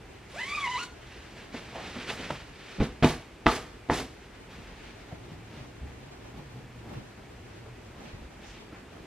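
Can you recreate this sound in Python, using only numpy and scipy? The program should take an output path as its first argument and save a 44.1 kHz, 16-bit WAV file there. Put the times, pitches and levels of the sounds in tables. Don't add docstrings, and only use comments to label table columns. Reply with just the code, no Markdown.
import sys
import numpy as np
from scipy import signal
from scipy.fft import rfft, irfft, next_fast_len
from scipy.io import wavfile
from scipy.ndimage import uniform_filter1d

SR = 44100
rng = np.random.default_rng(int(sys.argv[2]) if len(sys.argv) > 2 else 0)


def dump_mix(stems):
    frames = np.atleast_2d(stems).T
    limited = np.clip(frames, -1, 1)
    pcm = np.round(limited * 32767).astype(np.int16)
    wavfile.write(sys.argv[1], SR, pcm)


N = 399546
T = np.arange(N) / SR


def undb(db):
    return 10 ** (np.asarray(db) / 20)


def unit(x):
    return x / np.sqrt(np.mean(x ** 2))


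def colour(x, points, tilt_db=0):
    size = next_fast_len(len(x))
    octave = np.log2(np.maximum(np.fft.rfftfreq(size, 1 / SR), 1))
    hz, db = np.transpose(points)
    gain = undb(np.interp(octave, np.log2(hz), db + tilt_db * np.log2(hz / hz[0])))
    bass_cut = np.minimum(2 ** octave / hz[0], 1) ** 2
    return irfft(rfft(x, size) * gain * bass_cut, size)[:len(x)]


def resonate(x, hz, width):
    return signal.lfilter(*signal.iirpeak(hz, hz / width, fs=SR), x)


def band(size, hz, width):
    noise = rng.standard_normal(size)
    return unit(resonate(resonate(noise, hz, 0.8 * width), hz, 0.8 * width))


def fade(t, t60):
    return np.exp(-np.log(1000) * t / t60)


def rise(t, rise_s):
    return 1 - np.exp(-t / rise_s)


def bell(middle_s, half_s):
    return np.exp(-((T - middle_s) / half_s) ** 2 / 2)


def wobble(rate_hz):
    step = max(int(SR / rate_hz), 1)
    stairs = np.repeat(rng.standard_normal(N // step + 1), step)
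    return unit(uniform_filter1d(stairs, step)[:N])


def fibres(size, spread_db):
    slips = rng.standard_normal(size)
    return unit(slips * undb(spread_db * np.minimum(rng.exponential(size=size), 2 * np.pi)))


def add(track, start_s, sound):
    i = int(start_s * SR)
    track[i:i + len(sound)] += sound[:N - i]


def echoes(x, t60, gap_s=0.00304):
    t = T[:SR]
    tail = rng.standard_normal(SR) * fade(t, t60) * (t > gap_s)
    return signal.fftconvolve(x, tail / np.linalg.norm(tail))[:N]


def stereo(x, width, direct, t60):
    shifted = signal.hilbert(x, next_fast_len(N)).imag[:N]
    scattered = echoes(x * wobble(250), t60, gap_s=0)
    side = colour(-direct * shifted + np.sqrt(1 - direct ** 2) * scattered, width)
    return np.array([x - side, x + side])


# pitch_hz, level_db
ROOM_AIR = [(22, -22), (35, -0.5), (52, 4), (90, -0.5), (170, -6), (360, -5), (460, -7.5), (540, -12),
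            (820, -12), (1100, -16.5), (1500, -15.5), (2400, -16.5), (4000, -26.5), (8200, -34),
            (12000, -43), (15000, -53)]


def room_tone(air_db=-49.5, hum_hz=118, whine_hz=13010, whine_db=-87):
    air = unit(colour(rng.standard_normal(N), ROOM_AIR)) * undb(air_db + 0.12 * wobble(15))
    hum_db = np.interp(T, [4.8, 5.1, 7.9, 8.1], [-61.5, -53, -52, -78])
    hum = np.sin(2 * np.pi * np.cumsum(hum_hz + 11 * wobble(30)) / SR) * undb(hum_db + 2 * wobble(16))
    whine = np.sin(2 * np.pi * np.cumsum(whine_hz + 25 * wobble(40)) / SR) * undb(whine_db)
    return air + np.sqrt(2) * (hum + whine)


def sliding(movements, rest_db):
    power = sum((undb(db) * bell(s, half_s)) ** 2 for s, half_s, db in movements)
    return np.sqrt(undb(rest_db) ** 2 + power)


# pitch_hz, level_db
SWISH_TONE = [(400, -3), (750, -9.5), (1200, -7), (1700, -3.5), (2800, -5), (4000, -10.5), (5900, -18),
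              (9800, -32), (12400, -55), (15000, -47)]
# pitch_hz, level_db
FOLD_TONE = [(60, 3.5), (130, -1.5), (180, 4.5), (260, 3), (450, -5), (800, -7.5), (1300, -16), (2500, -41)]
# middle_s, half_length_s, swish_db, rumble_db
SLIDES = [(0.224, 0.15, -61, -73), (1.18, 0.14, -51.5, -74), (1.395, 0.057, -48, -51),
          (1.561, 0.024, -43.5, -49), (1.624, 0.095, -49, -50), (1.882, 0.12, -42.5, -46),
          (2.02, 0.061, -43.5, -50), (2.1, 0.018, -34.5, -42.5), (2.245, 0.065, -39.5, -43),
          (2.381, 0.078, -45.5, -54), (2.733, 0.15, -47.5, -68), (4.237, 0.02, -55, -62),
          (4.355, 0.01, -54, -65), (4.544, 0.036, -50.5, -46.5), (4.65, 0.075, -53.5, -50.5),
          (4.848, 0.082, -51.5, -55), (5.01, 0.018, -54, -60), (5.117, 0.059, -58.5, -52),
          (5.302, 0.044, -56.5, -48.5), (5.57, 0.067, -52.5, -47.5), (5.885, 0.02, -59, -51),
          (6.014, 0.02, -63, -58), (6.26, 0.049, -61, -51.5), (6.385, 0.044, -60, -47.5),
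          (6.58, 0.05, -65, -51.5), (6.907, 0.048, -57.5, -44), (6.98, 0.039, -58, -51),
          (7.217, 0.036, -65, -60), (7.55, 0.04, -60, -59), (8.02, 0.045, -56, -46),
          (8.094, 0.036, -54.5, -59), (8.243, 0.025, -61, -57), (8.515, 0.073, -53.5, -67),
          (9.032, 0.091, -60, -50.5)]
# middle_s, level_db, half_length_s, pitch_hz, width_hz
STROKES = [(1.547, -44, 0.0071, 490, 550), (1.78, -42, 0.031, 700, 603), (1.85, -52.5, 0.1, 800, 600),
           (2.106, -31.5, 0.0049, 700, 900), (2.102, -35.5, 0.005, 2600, 2800),
           (2.3067, -26, 0.003, 690, 700), (2.307, -42, 0.0026, 2980, 2600), (2.315, -37, 0.014, 540, 298),
           (2.83, -34, 0.011, 470, 330), (2.836, -41.5, 0.019, 2300, 2940), (3.892, -47, 0.003, 2200, 2600),
           (5.125, -48, 0.013, 704, 500), (6.904, -60, 0.028, 905, 900), (8.085, -60, 0.022, 2200, 1600),
           (8.44, -57, 0.023, 2500, 2400), (8.49, -58.5, 0.034, 5500, 3020),
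           (8.566, -55, 0.017, 2200, 2800), (8.747, -54, 0.028, 1390, 2200)]


def rustle(close, slide_db=-1, catch_db=1.2):
    middle_s, half_s, swish_db, rumble_db = np.transpose(SLIDES)
    swish = unit(colour(fibres(N, spread_db=1), SWISH_TONE))
    swish *= sliding(zip(middle_s, half_s, swish_db + slide_db), rest_db=-67)
    folds = unit(colour(fibres(N, spread_db=3.5), FOLD_TONE))
    rest_db = np.interp(close, [0, 1], [-56, -64])
    folds *= sliding(zip(middle_s, half_s, rumble_db + slide_db), rest_db)
    strokes = sum(undb(db) * band(N, hz, width) * bell(s, half) for s, db, half, hz, width in STROKES)
    return (swish + folds + strokes) * undb(catch_db * wobble(60))


# start_s, level_db, pitch_hz, fade_s
FLOPS = [(1.54, -36, 235, 0.061), (1.954, -35, 243, 0.19), (2.191, -36, 271, 0.085),
         (2.303, -35.5, 139, 0.21), (2.782, -32, 188, 0.097), (2.801, -21, 58, 0.11),
         (2.814, -27.5, 218, 0.09), (3.032, -31, 57.5, 0.37), (3.461, -24.5, 58.6, 0.13),
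         (4.005, -35, 267.4, 0.18), (5.117, -37.5, 158, 0.075), (5.311, -46, 159, 0.22),
         (5.426, -43.5, 124, 0.046), (5.604, -45, 115, 0.21), (5.809, -35.5, 69, 0.33),
         (6.537, -43, 129, 0.21), (6.59, -42.5, 133, 0.12), (6.875, -44, 160, 0.21), (6.96, -38, 119, 0.19),
         (7.17, -46.5, 200, 0.11), (7.655, -45.5, 445, 0.092), (8.131, -38, 86, 0.15),
         (8.206, -45.5, 66.5, 0.41), (8.723, -43, 294, 0.06)]


def flops(rise_s=0.0043, looseness=0.64):
    t, out = T[:SR // 2], np.zeros(N)
    for start_s, db, hz, fade_s in FLOPS:
        shape = rise(t, rise_s) ** 2 * fade(t, fade_s)
        flap_tone = [(hz / 2, -4), (hz, 0), (hz * 2, -8), (hz * 10, -30), (hz * 50, -80)]
        flap = unit(colour(rng.standard_normal(len(t)), flap_tone))
        wave = np.sin(2 * np.pi * hz * t) + looseness * flap
        add(out, start_s, undb(db) * shape / shape.max() * wave)
    return out


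# time_s, tooth_rate_hz, lowest_tone_db, octave_above_db
ZIP_PULL = [(0.33, 485, -57, -65), (0.348, 548, -44.5, -50), (0.41, 1005, -42, -35),
            (0.424, 1002, -58, -37), (0.48, 1125, -47, -45), (0.524, 1181, -35, -34.5),
            (0.56, 1249, -45, -34), (0.582, 1187, -24.5, -31.5), (0.6, 1153, -39.5, -48),
            (0.64, 1114, -34.5, -31), (0.662, 989, -31, -34.5), (0.676, 969, -35, -39),
            (0.724, 1017, -36, -42), (0.756, 984, -33, -39), (0.77, 1002, -27.5, -35.5),
            (0.8, 1415, -42, -40), (0.836, 1437, -37.5, -44), (0.87, 1432, -61, -58)]
# pitch_hz, level_db
ZIP_TONE = [(900, -13), (1400, -18), (2300, 6), (3100, -4), (3900, -8), (4700, -13), (7000, -15),
            (9000, -35)]
# pitch_hz, level_db
RASP_TONE = [(200, 6.5), (500, 0.5), (1000, -2), (2200, 3.5), (3400, 1.5), (5000, -3.5), (7200, -8),
             (9500, -15), (11000, -29), (15000, -27)]


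def zipper(start_s=0.28, end_s=0.869, attack_s=0.07, release_s=0.05, flutter_db=2.6):
    times, *columns = np.transpose(ZIP_PULL)
    hz, lowest_db, octave_db = [np.interp(T, times, column) for column in columns]
    pull = np.clip((T - start_s) / attack_s, 0, 1) * np.clip((end_s - T) / release_s, 0, 1)
    from_middle_s = np.clip(T, start_s, end_s) - (start_s + end_s) / 2
    teeth = np.cumsum(hz * (1 + 0.013 * wobble(450))) / SR + 0.022 * wobble(700)
    low, high = np.zeros(N), np.zeros(N)
    for k, db in [(1, lowest_db + 0.2), (2, octave_db + 1)]:
        low += np.sin(2 * np.pi * k * teeth) * undb(db + flutter_db * wobble(129.4))
    for k in range(3, 8):
        uneven_db = flutter_db * wobble(169.6) + 2.2 * wobble(30.5)
        tighten_db = 3 * (k + 2.5) * from_middle_s
        high += 2 / k * np.sin(2 * np.pi * k * teeth) * undb(uneven_db + tighten_db)
    high = colour(high, ZIP_TONE) * undb(-38.5) * np.minimum(hz / 1000, 1) ** 2
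    buzz = np.sqrt(2) * (low * np.sqrt(pull) + high * pull ** 2)
    rasp = unit(colour(rng.standard_normal(N) * np.exp(-(teeth % 1)), RASP_TONE))
    rasp_db = -44 + 6 * from_middle_s + 3 * np.log2(hz / 1000) + 2.2 * wobble(121.2)
    return buzz + rasp * np.sqrt(pull) * undb(rasp_db)


# pitch_hz, level_db
CRUNCH_TONE = [(25, -1), (50, 13.5), (100, -5.5), (160, 6), (280, -3), (550, -4.5), (900, -12), (1300, -16),
               (2000, -18), (4000, -26.5), (8000, -46), (15000, -63)]
# pitch_hz, level_db
HISS_TONE = [(100, 9), (400, 11), (1000, 3.5), (2200, 1.5), (3500, -1.5), (5500, -5), (8000, -11.5),
             (11000, -19.5), (15000, -31)]
# start_s, crunch_db, tilt_db_per_octave, air_db, sink_s
SQUASHES = [(1.54, -41, 3.5, -61.5, 0.022), (2.096, -38, 3, -39, 0.036), (2.302, -39, 7, -46, 0.022),
            (2.799, -20, 0, -51.5, 0.062), (3.0238, -18.5, 1.7, -32.5, 0.075), (3.4595, -23, 3, -35, 0.1),
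            (3.897, -28.5, 1, -32.5, 0.091)]


def squashes(air_fade_s=0.25, brighten_s=0.022):
    t, out = T[:SR // 2], np.zeros(N)
    for start_s, crunch_db, tilt_db, air_db, sink_s in SQUASHES:
        crunch = unit(colour(fibres(len(t), spread_db=1), CRUNCH_TONE, tilt_db))
        crunch *= rise(t, 0.0022) * fade(t, 4.14 * sink_s)
        hiss = unit(colour(fibres(len(t), spread_db=3), HISS_TONE))
        hiss *= rise(t, 0.013) * fade(np.maximum(t - sink_s, 0), air_fade_s)
        puff = undb(crunch_db) * crunch + undb(air_db) * hiss
        dull = colour(puff, [(20, 0), (3500, 0), (7000, -8), (14000, -20)])
        add(out, start_s, dull + (puff - dull) * rise(t, brighten_s))
    return out


# start_s, level_db, pitch_hz, width_hz, fade_s
SMACKS = [(3.033, -27, 830, 380, 0.087), (3.033, -25, 2400, 2950, 0.017), (3.044, -17, 2170, 2380, 0.02),
          (3.461, -27, 2900, 1300, 0.022), (3.465, -19, 1195, 230, 0.15), (3.4652, -13, 1850, 900, 0.014),
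          (3.4665, -18, 4130, 1500, 0.0065), (3.897, -24, 950, 298, 0.12), (3.898, -32, 1730, 800, 0.12),
          (3.898, -26, 485, 130, 0.097)]


def smacks(rise_s=0.00038):
    t, out = T[:SR // 3], np.zeros(N)
    for start_s, db, hz, width, fade_s in SMACKS:
        add(out, start_s, undb(db) * band(len(t), hz, width) * rise(t, rise_s) * fade(t, fade_s))
    return out


# pitch_hz, width_hz, level_db
PILLOW_RINGS = [(53.3, 18, 11), (98, 25, 1), (153, 11, 8.5), (214, 43, -0.5), (242, 37, 4.5), (298, 40, -4),
                (463, 15, -18), (662, 20, 5.5), (865, 18, 5.5), (1120, 28, -16), (1306, 58, 0),
                (2020, 220, 1)]
# time_s, level_db, sharpness_hz
CONTACTS = [(1.5502, -33, 330), (2.1041, -26.5, 600), (2.3068, -24, 480), (2.8058, -21.5, 161),
            (2.816, -26, 111), (3.0265, -20, 450), (3.035, -15.5, 398), (3.0463, -7, 295),
            (3.4612, -18, 260), (3.4635, -21, 520), (3.4662, -17, 1000), (3.4673, -4, 600),
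            (3.8892, -34, 300), (3.897, -24.5, 300), (3.8996, -12, 520), (3.907, -37, 700),
            (3.917, -20.5, 260)]


def thumps(ring_db=1):
    push = np.zeros(N)
    for time_s, db, hz in CONTACTS:
        age = 2 * np.pi * hz * (T - time_s)
        pulse = -age / (1 + age ** 2) ** 2
        push += undb(db) * pulse / pulse.max()
    ring = sum(undb(db) * resonate(push, hz, width) for hz, width, db in PILLOW_RINGS)
    return push + undb(ring_db) * ring


def snaps(snap_db=-17, fade_s=0.006, rise_s=0.00051):
    crack_tone = [(500, -15), (1200, 8), (2400, 0), (4000, 18), (6000, -14), (9000, -24), (14000, -21)]
    t, out = T[:SR // 10], np.zeros(N)
    for time_s, db, hz in CONTACTS:
        crack = unit(colour(rng.standard_normal(len(t)), crack_tone)) * rise(t, rise_s) * fade(t, fade_s)
        add(out, time_s - 2 * rise_s, undb(db + snap_db) * hz / 1000 * crack)
    return out


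def hollow(x, dip_db=-13):
    for hz, width in [(184, 30), (550, 80)]:
        x = x - (1 - undb(dip_db)) * resonate(x, hz, width)
    return x


# pitch_hz, difference_db
NEAR_WIDTH = [(60, -66), (200, -52), (700, -23), (2400, -17), (4400, -5), (8000, 1.5), (11000, 10.5),
              (15000, 11)]
FAR_WIDTH = [(60, -34), (200, -12), (400, -6), (1300, -3.5), (2400, -5.5), (4400, 0), (8000, 1.5),
             (15000, 5.5)]


def scene(lean_right_db=0.65):
    zipped = zipper()
    struck = hollow(thumps()) + snaps()
    squashed = hollow(squashes()) + smacks()
    pillow = undb(-3) * zipped + undb(-8.5) * echoes(zipped, t60=0.29)
    pillow += struck + undb(-7) * echoes(struck, t60=0.25)
    pillow += squashed + undb(-12.5) * echoes(squashed, t60=0.53)
    close = np.interp(T, [4.3, 5], [1, 0])
    cloth = rustle(close) + flops()
    room = room_tone()
    near = stereo(pillow + close * cloth, NEAR_WIDTH, direct=0.64, t60=0.067)
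    far = stereo(room + (1 - close) * cloth, FAR_WIDTH, direct=0.03, t60=0.36)
    balance = undb([[-lean_right_db / 2], [lean_right_db / 2]])
    return near * balance + far


def record(dry):
    ceiling, top_hz = 0.85, 15300
    rounded = dry / (1 + (dry / ceiling) ** 4) ** 0.25
    return signal.sosfilt(signal.ellip(10, 0.2, 80, top_hz, fs=SR, output="sos"), rounded)


dry = scene()
out = record(dry)
dump_mix(out)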